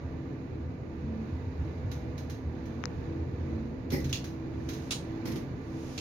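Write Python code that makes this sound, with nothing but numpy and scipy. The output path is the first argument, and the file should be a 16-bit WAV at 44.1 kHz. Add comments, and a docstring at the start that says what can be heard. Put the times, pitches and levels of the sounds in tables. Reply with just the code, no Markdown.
"""Inside a travelling steel elevator car. Throughout, rollers rumble in the air and wall modes and
whine faintly, the drive hum swells and fades, the vent hisses. From 0.7 s uneven rails make the air
throb; from 1.9 s the trim ticks; at 2.8 s, two dry taps. At 3.9 s the car jolts: soft knocks, a panel
squeaks. Sharp snaps ring between the metal walls at 4.1 and 4.9 s, the second over a soft rustle.
More knocks and a fainter squeak follow at 5.3 s, a last rustle and snap at 6 s."""
import sys
import numpy as np
from scipy import signal
from scipy.fft import rfft, irfft, next_fast_len
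from scipy.io import wavfile
from scipy.ndimage import uniform_filter1d

SR = 44100
rng = np.random.default_rng(int(sys.argv[2]) if len(sys.argv) > 2 else 0)


def log_audio(samples):
    """Write samples as a 16-bit WAV file to the path given in sys.argv[1]."""
    # one column per channel
    frames = np.atleast_2d(samples).T
    # limit to full scale, then quantise
    limited = np.clip(frames, -1, 1)
    pcm = np.round(limited * 32767).astype(np.int16)
    wavfile.write(sys.argv[1], SR, pcm)


N = 264732
TIME = np.arange(N) / SR
OPPOSED = np.array([[1], [-1]])  # left, right


def from_db(db):
    """dB to gain."""
    return 10 ** (np.asarray(db) / 20)


def pan(db):
    """Stereo gains for an L-R level difference."""
    return from_db(OPPOSED * db / 2)


def in_time(rows):
    """Columns of a time table, interpolated per sample."""
    t_s, *columns = np.transpose(rows)
    return [np.interp(TIME, t_s, column) for column in columns]


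def at_hz(points, hz):
    """Table lookup on a log-frequency axis."""
    known_hz, values = np.transpose(points)
    return np.interp(np.log(hz + 1e-3), np.log(known_hz), values)


def colour(x, points):
    """Minimum-phase filter from rows of f/Hz, gain/dB."""
    size = 2 * next_fast_len(x.shape[-1] // 2 + 4096)
    gain = from_db(at_hz(points, np.fft.rfftfreq(size, 1 / SR)))
    cepstrum = irfft(np.log(gain))
    cepstrum[1:size // 2] *= 2
    cepstrum[size // 2 + 1:] = 0
    return irfft(rfft(x, size) * np.exp(rfft(cepstrum)))[..., :x.shape[-1]]


def resonate(x, hz, width_hz, stages=1):
    """Resonance of peak gain 1, in identical cascaded stages."""
    for _ in range(stages):
        x = signal.lfilter(*signal.iirpeak(hz, hz / width_hz, fs=SR), x + 1e-18)
    return x


def ring(x, modes):
    """Parallel resonances."""
    return sum(from_db(db) * resonate(x, hz, width_hz) for hz, width_hz, db in modes)


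def drift(rate_hz):
    """Smooth random wander, standard deviation 1."""
    size = next_fast_len(N)
    rolloff = 1 + (np.fft.rfftfreq(size, 1 / SR) / rate_hz) ** 2
    slow = irfft(rfft(rng.standard_normal(size)) / rolloff, size)[:N]
    return slow / slow.std()


def swell(centre_s, length_s):
    """Flat-topped bell of height 1."""
    return np.exp(-np.abs(2 * (TIME - centre_s) / length_s) ** 3.9)


def tone(hz, wander_hz, flutter_db, lead_rad):
    """Wavering sine, left side leading."""
    phase = 2 * np.pi * np.cumsum(hz + wander_hz * drift(4.92)) / SR
    gain = np.sqrt(2) * from_db(flutter_db * drift(3.4))
    return gain * np.sin([phase + lead_rad, phase])


def blow(t_s, level_db, pan_db, rise_s, crack_db, crack_s, t60_s):
    """One contact: direct crack, then dense reflections dying between the walls."""
    age_s = TIME[:SR // 2]
    crack = from_db(crack_db) * np.exp(-age_s / crack_s) * pan(pan_db)
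    reflections = from_db(-60 * age_s / t60_s)
    envelope = (1 - np.exp(-age_s / rise_s)) * np.hypot(crack, reflections)
    burst = from_db(level_db) * pan(pan_db) * envelope * rng.standard_normal((2, len(age_s)))
    return np.pad(burst, ((0, 0), (round(t_s * SR), N)))[:, :N]


def rattle(rate_hz, depth_db):
    """Chatter of a loose part, as a gain of rms 1."""
    gain = from_db(depth_db * np.tanh(drift(rate_hz)))
    return gain / np.sqrt(np.mean(gain ** 2))


def steel_walls(x, echo_db, count=6):
    """Early wall echoes comb each side differently."""
    gain = from_db(echo_db)
    lags = (rng.uniform(.003, .018, (2, count)) * SR).astype(int)
    echoes = [sum(np.pad(side, (lag, 0))[:N] for lag in side_lags) for side, side_lags in zip(x, lags)]
    bright = signal.sosfilt(signal.butter(2, 700, "high", fs=SR, output="sos"), echoes)
    return (x + gain * bright) / np.sqrt(1 + count * gain ** 2)


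def ventilation():
    """Vent noise: coherent in the low mids; treble diffuse, to the right, swinging more with draught."""
    spectrum = [(20, -94), (50, -76), (200, -76), (450, -77), (700, -81), (1050, -82.5), (1350, -88.5),
                (1700, -88), (2400, -92.5), (3200, -107.5), (4200, -107), (5600, -111), (6600, -103),
                (8500, -108), (12000, -99.8), (16000, -102)]  # f/Hz, density/dB
    coherence = [(100, 0.2), (300, 2.2), (600, 1.5), (1000, 0)]  # f/Hz, L-R correlation before clipping
    balance = [(500, -0.5), (1500, -4), (2300, -9.5), (3800, -26), (5500, -19.5), (6600, -4.5), (9000, -2)]  # f/Hz, L-R/dB
    draught = [(0, -1), (.85, -2.5), (1.0, -.8), (1.1, -1.3), (1.3, .3), (1.5, -.7), (1.68, .7),
               (1.82, -.2), (2.1, 0), (2.45, -1.5), (2.6, 0), (3.1, .5), (3.27, -1), (3.55, .5),
               (3.78, -1.8), (4.5, -.4), (5.2, 1.7), (5.55, -.3)]  # t/s, level/dB
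    hz = np.fft.rfftfreq(N, 1 / SR)
    mid, side = rfft(rng.standard_normal((2, N))) * np.sqrt(SR / 2)
    alike = np.clip(at_hz(coherence, hz), -1, 1)
    stereo = np.sqrt((1 + alike) / 2) * mid + np.sqrt((1 - alike) / 2) * side * OPPOSED
    air = irfft(stereo * from_db(at_hz(spectrum, hz)) * pan(at_hz(balance, hz)), N)
    body = irfft(rfft(air) / (1 + (hz / 2800) ** 8), N)
    draught_db, = in_time(draught)
    hiss = from_db(0.8 * draught_db - 1) * (air - body)
    return from_db(draught_db) * (body + hiss)


def rustles():
    """Soft sliding noise that builds and stops."""
    events = [(4.84, -52.5, 0.22, 0.21), (6.0, -47.5, 0.27, .1)]  # peak t/s, level/dB, rise/s, fall/s
    eq = [(800, -18), (1800, 0), (2200, -5), (2700, -1), (3300, -3), (5000, -2), (6500, -1), (10000, 4.5),
          (13000, 3), (16000, -15)]  # f/Hz, gain/dB
    envelope = sum(from_db(db) * np.exp(-((TIME - t_s) / np.where(TIME < t_s, rise_s, fall_s)) ** 2)
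                   for t_s, db, rise_s, fall_s in events)
    return colour(envelope * rng.standard_normal((2, N)), eq) * pan(db=-4.5)


def whine():
    """Thin tone of the rollers on the rails, sinking slightly."""
    curve = [(0, 489, -64.5), (1.3, 485.4, -59.5), (1.9, 491.4, -53.5), (2.4, 488.8, -59.5),
             (2.85, 490.7, -57), (3.15, 482, -51.5), (3.7, 477.7, -61), (5.4, 477.5, -61.5),
             (6.0, 478, -67)]  # t/s, f/Hz, level/dB
    hz, db = in_time(curve)
    return from_db(db) * tone(hz, wander_hz=2.49, flutter_db=3.0, lead_rad=0.96)


def ticks():
    """Thin, bright ticks as the trim works."""
    events = [(1.914, -54.5, -4), (2.178, -56.5, -3.5), (2.2975, -54.5, -3.5), (2.6549, -65, -2),
              (3.9030, -51, -1), (4.0005, -58, -4), (4.0424, -52, -2), (4.0929, -54, -1.5),
              (4.241, -52, -2), (4.688, -49, -2.5), (4.7330, -53.5, -3)]  # t/s, level/dB, L-R/dB
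    eq = [(300, -4), (1200, 10), (2200, 9.5), (4000, 6.5), (5200, 8.5), (6600, 6.5), (8500, 9), (12000, 18),
          (16000, 10)]  # f/Hz, gain/dB
    trim_modes = [(4000, 320, 8.5), (6340, 400, 7)]  # f/Hz, width/Hz, gain/dB
    contacts = sum(blow(*row, rise_s=0.00095, crack_db=2.5, crack_s=0.017, t60_s=0.36) for row in events)
    return colour(contacts, eq) + ring(contacts, trim_modes)


def taps():
    """Heavily damped pulses, too close and small to stir the cabin."""
    events = [(2.8391, -3.5, -21), (2.8558, -8.5, -8.7)]  # t/s, body/dB, crack/dB
    modes = [(1300, 1560), (5100, 2700)]  # f/Hz, width/Hz
    out = 0
    for t_s, body_db, crack_db in events:
        pulse = signal.unit_impulse(N, round(t_s * SR))
        body, crack = [resonate(pulse, hz, width_hz, stages=2) for hz, width_hz in modes]
        out += from_db(body_db) * body + from_db(crack_db) * (crack + from_db(-12) * pulse)
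    return out * pan(db=20)


def squeaks(sag_hz_per_s=830, width_hz=110, attack_s=0.012, fade_s=0.051):
    """A panel slips: uneven friction drives a narrow, falling resonance."""
    events = [(3.921, -38.5, 2028), (5.258, -51, 2070)]  # t/s, level/dB, f/Hz
    out = 0
    for t_s, db, start_hz in events:
        age_s = np.maximum(TIME - t_s, 0)
        phase = 2 * np.pi * np.cumsum(start_hz - sag_hz_per_s * age_s) / SR
        envelope = from_db(db) * (1 - np.exp(-age_s / attack_s)) * np.exp(-age_s / fade_s)
        band = [drift(width_hz) * np.sin(phase) + drift(width_hz) * np.cos(phase) for _ in range(2)]
        out += envelope * np.array(band)
    return out * pan(db=-4)


def knocks():
    """Soft contacts thump the cabin and rattle a loose panel."""
    events = [(3.918, -38.5, -5, 5, -8), (3.93, -37.5, 1.5, 3.5, -6), (5.254, -37.5, -3.5, -7.5, 1),
              (5.272, -38, 0, -7, -3), (5.3165, -40.5, -4.5, -21, 5.5), (5.357, -38.5, -3, -25, 3.5)]  # t/s, level/dB, L-R/dB, panel ring/dB, crack/dB
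    eq = [(40, -5), (110, 15.5), (220, 17), (480, 14), (680, 1.5), (1100, -0.5), (3000, -2.5), (6400, -5),
          (7400, -5.5), (9500, 2.5), (12500, 6), (16000, -5)]  # f/Hz, gain/dB
    panel_modes = [(248, 16.8, 23), (800, 30, 15.5), (2014, 110, 9.5), (2260, 65, 1), (4380, 150, 0.5),
                   (5120, 180, 4.5), (5540, 160, 3), (8200, 300, 1), (11200, 150, 11), (11700, 220, 15),
                   (13300, 1000, 13)]  # f/Hz, width/Hz, gain/dB
    contacts = on_panel = 0
    for t_s, db, pan_db, ring_db, crack_db in events:
        contact = blow(t_s, db, pan_db, rise_s=0.0018, crack_db=crack_db, crack_s=0.0069, t60_s=0.28)
        contacts += contact
        on_panel += from_db(ring_db) * contact
    return colour(contacts, eq) + ring(on_panel * rattle(rate_hz=170, depth_db=2.5), panel_modes)


def snaps():
    """Hard, chattering snaps ring a small stiff part, each at its own pitch."""
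    # t/s, level/dB, L-R/dB, rise/s, f/Hz, body/dB, treble/dB, top/dB, crack/dB
    events = [(4.128, -26, -3.5, .0001, 2860, -3, -2, 11.5, 4),
              (4.9071, -25, -3.5, 0.0014, 3970, 3.5, 10, 9, 1.5),
              (5.9771, -32, -4.5, 0.001, 2770, 1, 0.5, 4, 1)]
    eq = [(300, -13), (1300, -9), (2150, -8.5), (2650, 1), (3800, 0), (5200, -2), (6700, 1), (8500, 2.5),
          (11000, -5.5), (16000, -14.5)]  # f/Hz, gain/dB
    part_modes = [(3410, 92, 3), (4360, 510, -5), (5240, 110, -6), (6600, 100, -16)]  # f/Hz, width/Hz, gain/dB
    chatter = rattle(rate_hz=290, depth_db=2.0)
    contacts = pitched = 0
    for t_s, db, pan_db, rise_s, hz, body_db, treble_db, top_db, crack_db in events:
        contact = chatter * blow(t_s, db, pan_db, rise_s, crack_db, crack_s=0.0037, t60_s=0.23)
        brightness = [(1200, body_db), (2500, 0), (6500, 0), (8500, treble_db), (14000, top_db)]
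        contact = colour(contact, brightness)
        contacts += contact
        pitched += from_db(2) * resonate(contact, hz, width_hz=200)
    return colour(contacts, eq) + ring(contacts, part_modes) + pitched


def hum_gain(swells, rest_db):
    """Swells add in power to a resting level."""
    power = sum((from_db(db) * swell(t_s, length_s)) ** 2 for t_s, length_s, db, *_ in swells)
    return np.sqrt(from_db(rest_db) ** 2 + power)


def drive():
    """Three hoist-drive tones swell and fade; the lowest shifts pitch between swells."""
    low_swells = [(1.154, 0.24, -39.5, 221.2), (2.677, 0.47, -48.5, 226.2), (3.598, 0.3, -39, 224.8),
                  (3.991, 0.201, -39.5, 241.8), (5.333, 0.23, -44, 228)]  # centre t/s, length/s, level/dB, f/Hz
    main_swells = [(.27, 0.4, -47.5), (.61, 0.088, -46), (.95, 0.17, -46), (1.3, .09, -46.5),
                   (1.7, 0.15, -48.5), (2.07, 0.1, -44), (2.65, 0.34, -46.5), (3.15, 0.2, -40.5),
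                   (3.54, 0.24, -42.5), (3.99, 0.26, -43.5), (4.55, 0.66, -42), (5.22, 0.39, -40),
                   (5.76, 0.2, -41.5)]  # centre t/s, length/s, level/dB
    top_swells = [(1.3, 1.2, -60.5), (2.35, 0.48, -59), (3.3, 0.2, -56.5), (4.95, 0.52, -55.5),
                  (5.7, .3, -62)]  # centre t/s, length/s, level/dB
    low_hz, = in_time([(t_s + edge * length_s / 2, hz)
                       for t_s, length_s, _, hz in low_swells for edge in (-1, 1)])
    low = tone(low_hz, wander_hz=1.37, flutter_db=1.5, lead_rad=0.076)
    main = tone(hz=326.7, wander_hz=0.9, flutter_db=-0.43, lead_rad=0.44)
    top = tone(hz=443.3, wander_hz=2.18, flutter_db=2.5, lead_rad=0.6)
    low *= hum_gain(low_swells, rest_db=-60.5)
    main *= hum_gain(main_swells, rest_db=-57)
    top *= hum_gain(top_swells, rest_db=-60)
    return (low + main + top) * pan(db=-2)


def jolt(t_s, air_db, wall_db, attack_s=0.005, hold_s=0.2, settle_s=0.035, wall_fade_s=0.075):
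    """Extra shaking in dB: the air booms on briefly, the walls calm sooner."""
    age_s = np.maximum(TIME - t_s, 0)
    onset = 1 - np.exp(-age_s / attack_s)
    settling = np.exp(-np.maximum(age_s - hold_s, 0) / settle_s)
    return air_db * onset * settling, wall_db * onset * np.exp(-age_s / wall_fade_s)


def rolling(modes, window_s):
    """Roller noise shakes each mode, unequally per side; running rms held at 1."""
    out = 0
    for hz, width_hz, db, side_db in modes:
        shaking = rng.standard_normal((2, N + SR // 2))
        mid, side = resonate(shaking, hz, width_hz, stages=2)[:, -N:]
        out += from_db(db) * (mid + from_db(side_db) * side * OPPOSED)
    power = uniform_filter1d(np.mean(out ** 2, axis=0), int(window_s * SR))
    return out / np.sqrt(power)


def rumble():
    """Rollers on uneven rails: cabin air throbs and booms, walls drone."""
    ride = [(0, -43, -44.5), (.35, -42, -40.5), (.8, -43.5, -44), (1.15, -44.5, -42), (2.1, -40.5, -43),
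            (2.75, -44, -41.5), (3.2, -40, -41), (3.85, -42, -40), (4.45, -42.5, -42), (4.7, -41, -39.5),
            (4.87, -43.5, -41.5), (5.4, -39.5, -39.5), (5.55, -41.5, -42), (6.0, -46.5, -41.5)]  # t/s, air level/dB, wall level/dB
    throb_level = [(0, -39), (.4, -47.5), (.65, -39), (.8, -48), (1.0, -41.5), (1.7, -39.5), (2.3, -40.5),
                   (2.75, -45), (3.3, -35), (3.5, -36.5), (3.76, -46), (3.97, -36.5), (4.17, -39.5),
                   (4.42, -48.5), (4.6, -39.5), (4.85, -46), (6.0, -47.5)]  # t/s, level/dB
    rail_bumps = [(0.709, 6), (1.06, 8), (1.35, 5), (1.47, 6), (1.62, 10), (1.87, 8), (2.24, 0), (2.48, 8),
                  (2.95, 6), (3.601, 7.5)]  # t/s, surge/dB
    # cabin resonances: f/Hz, width/Hz, gain/dB, side re mid/dB
    throb_modes = [(80.1, 16.5, 3.5, -20), (69.3, 32, -12, -22), (93.2, 14, -11.5, -18)]
    air_modes = [(46.4, 15, -7, -29), (112.6, 30.5, 0.5, -22.5), (138, 31.6, 2, -17)]
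    wall_modes = [(184.3, 27.4, -3.5, -14.5), (227.8, 13.4, -4, -9), (242.6, 14.2, -2, -13.5),
                  (261.8, 22, 1.5, -15.5), (287.7, 7.2, -1.5, -12.5), (310.6, 20, -6, -19),
                  (348, 11, -7, 1.5), (373.7, 13, -5, -15), (393, 9.1, -10, -6), (419.4, 19, -8.5, -11),
                  (421, 8.2, -16.5, -4.5), (493.8, 48.5, -14, -1.5), (554.3, 13, -14, -15.5),
                  (577, 14, -23.5, 4.5), (631.5, 22, -25, 12)]
    air_db, wall_db = in_time(ride)
    throb_db, = in_time(throb_level)
    air_jolt_db, wall_jolt_db = jolt(t_s=3.92, air_db=7, wall_db=14.5)
    surge_db = sum(db * swell(t_s, length_s=0.067) for t_s, db in rail_bumps)
    throb = from_db(throb_db + surge_db - 0.1) * rolling(throb_modes, window_s=0.18)
    boom = from_db(air_db + 0.39 * surge_db + air_jolt_db + 0.13) * rolling(air_modes, window_s=0.18)
    drone = from_db(wall_db + wall_jolt_db - 0.8) * rolling(wall_modes, window_s=0.12)
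    return (throb + boom + drone) * from_db(0.38 * drift(5.5)) * pan(db=-1.16)


def scene():
    """Running car plus the small noises inside."""
    running = rumble() + drive() + whine()
    airy = steel_walls(ventilation() + rustles(), echo_db=-15.5)
    return running + airy + ticks() + snaps() + knocks() + squeaks() + taps()


def record(dry):
    """Treble shelved down near 7 kHz, cut at 15.9 kHz."""
    shelf = [(6800, 0), (7300, -18)]  # f/Hz, gain/dB
    lowpass = signal.ellip(10, .2, 70, 15900, fs=SR, output="sos")
    return signal.sosfilt(lowpass, colour(dry, shelf))


dry = scene()
out = record(dry)
log_audio(out)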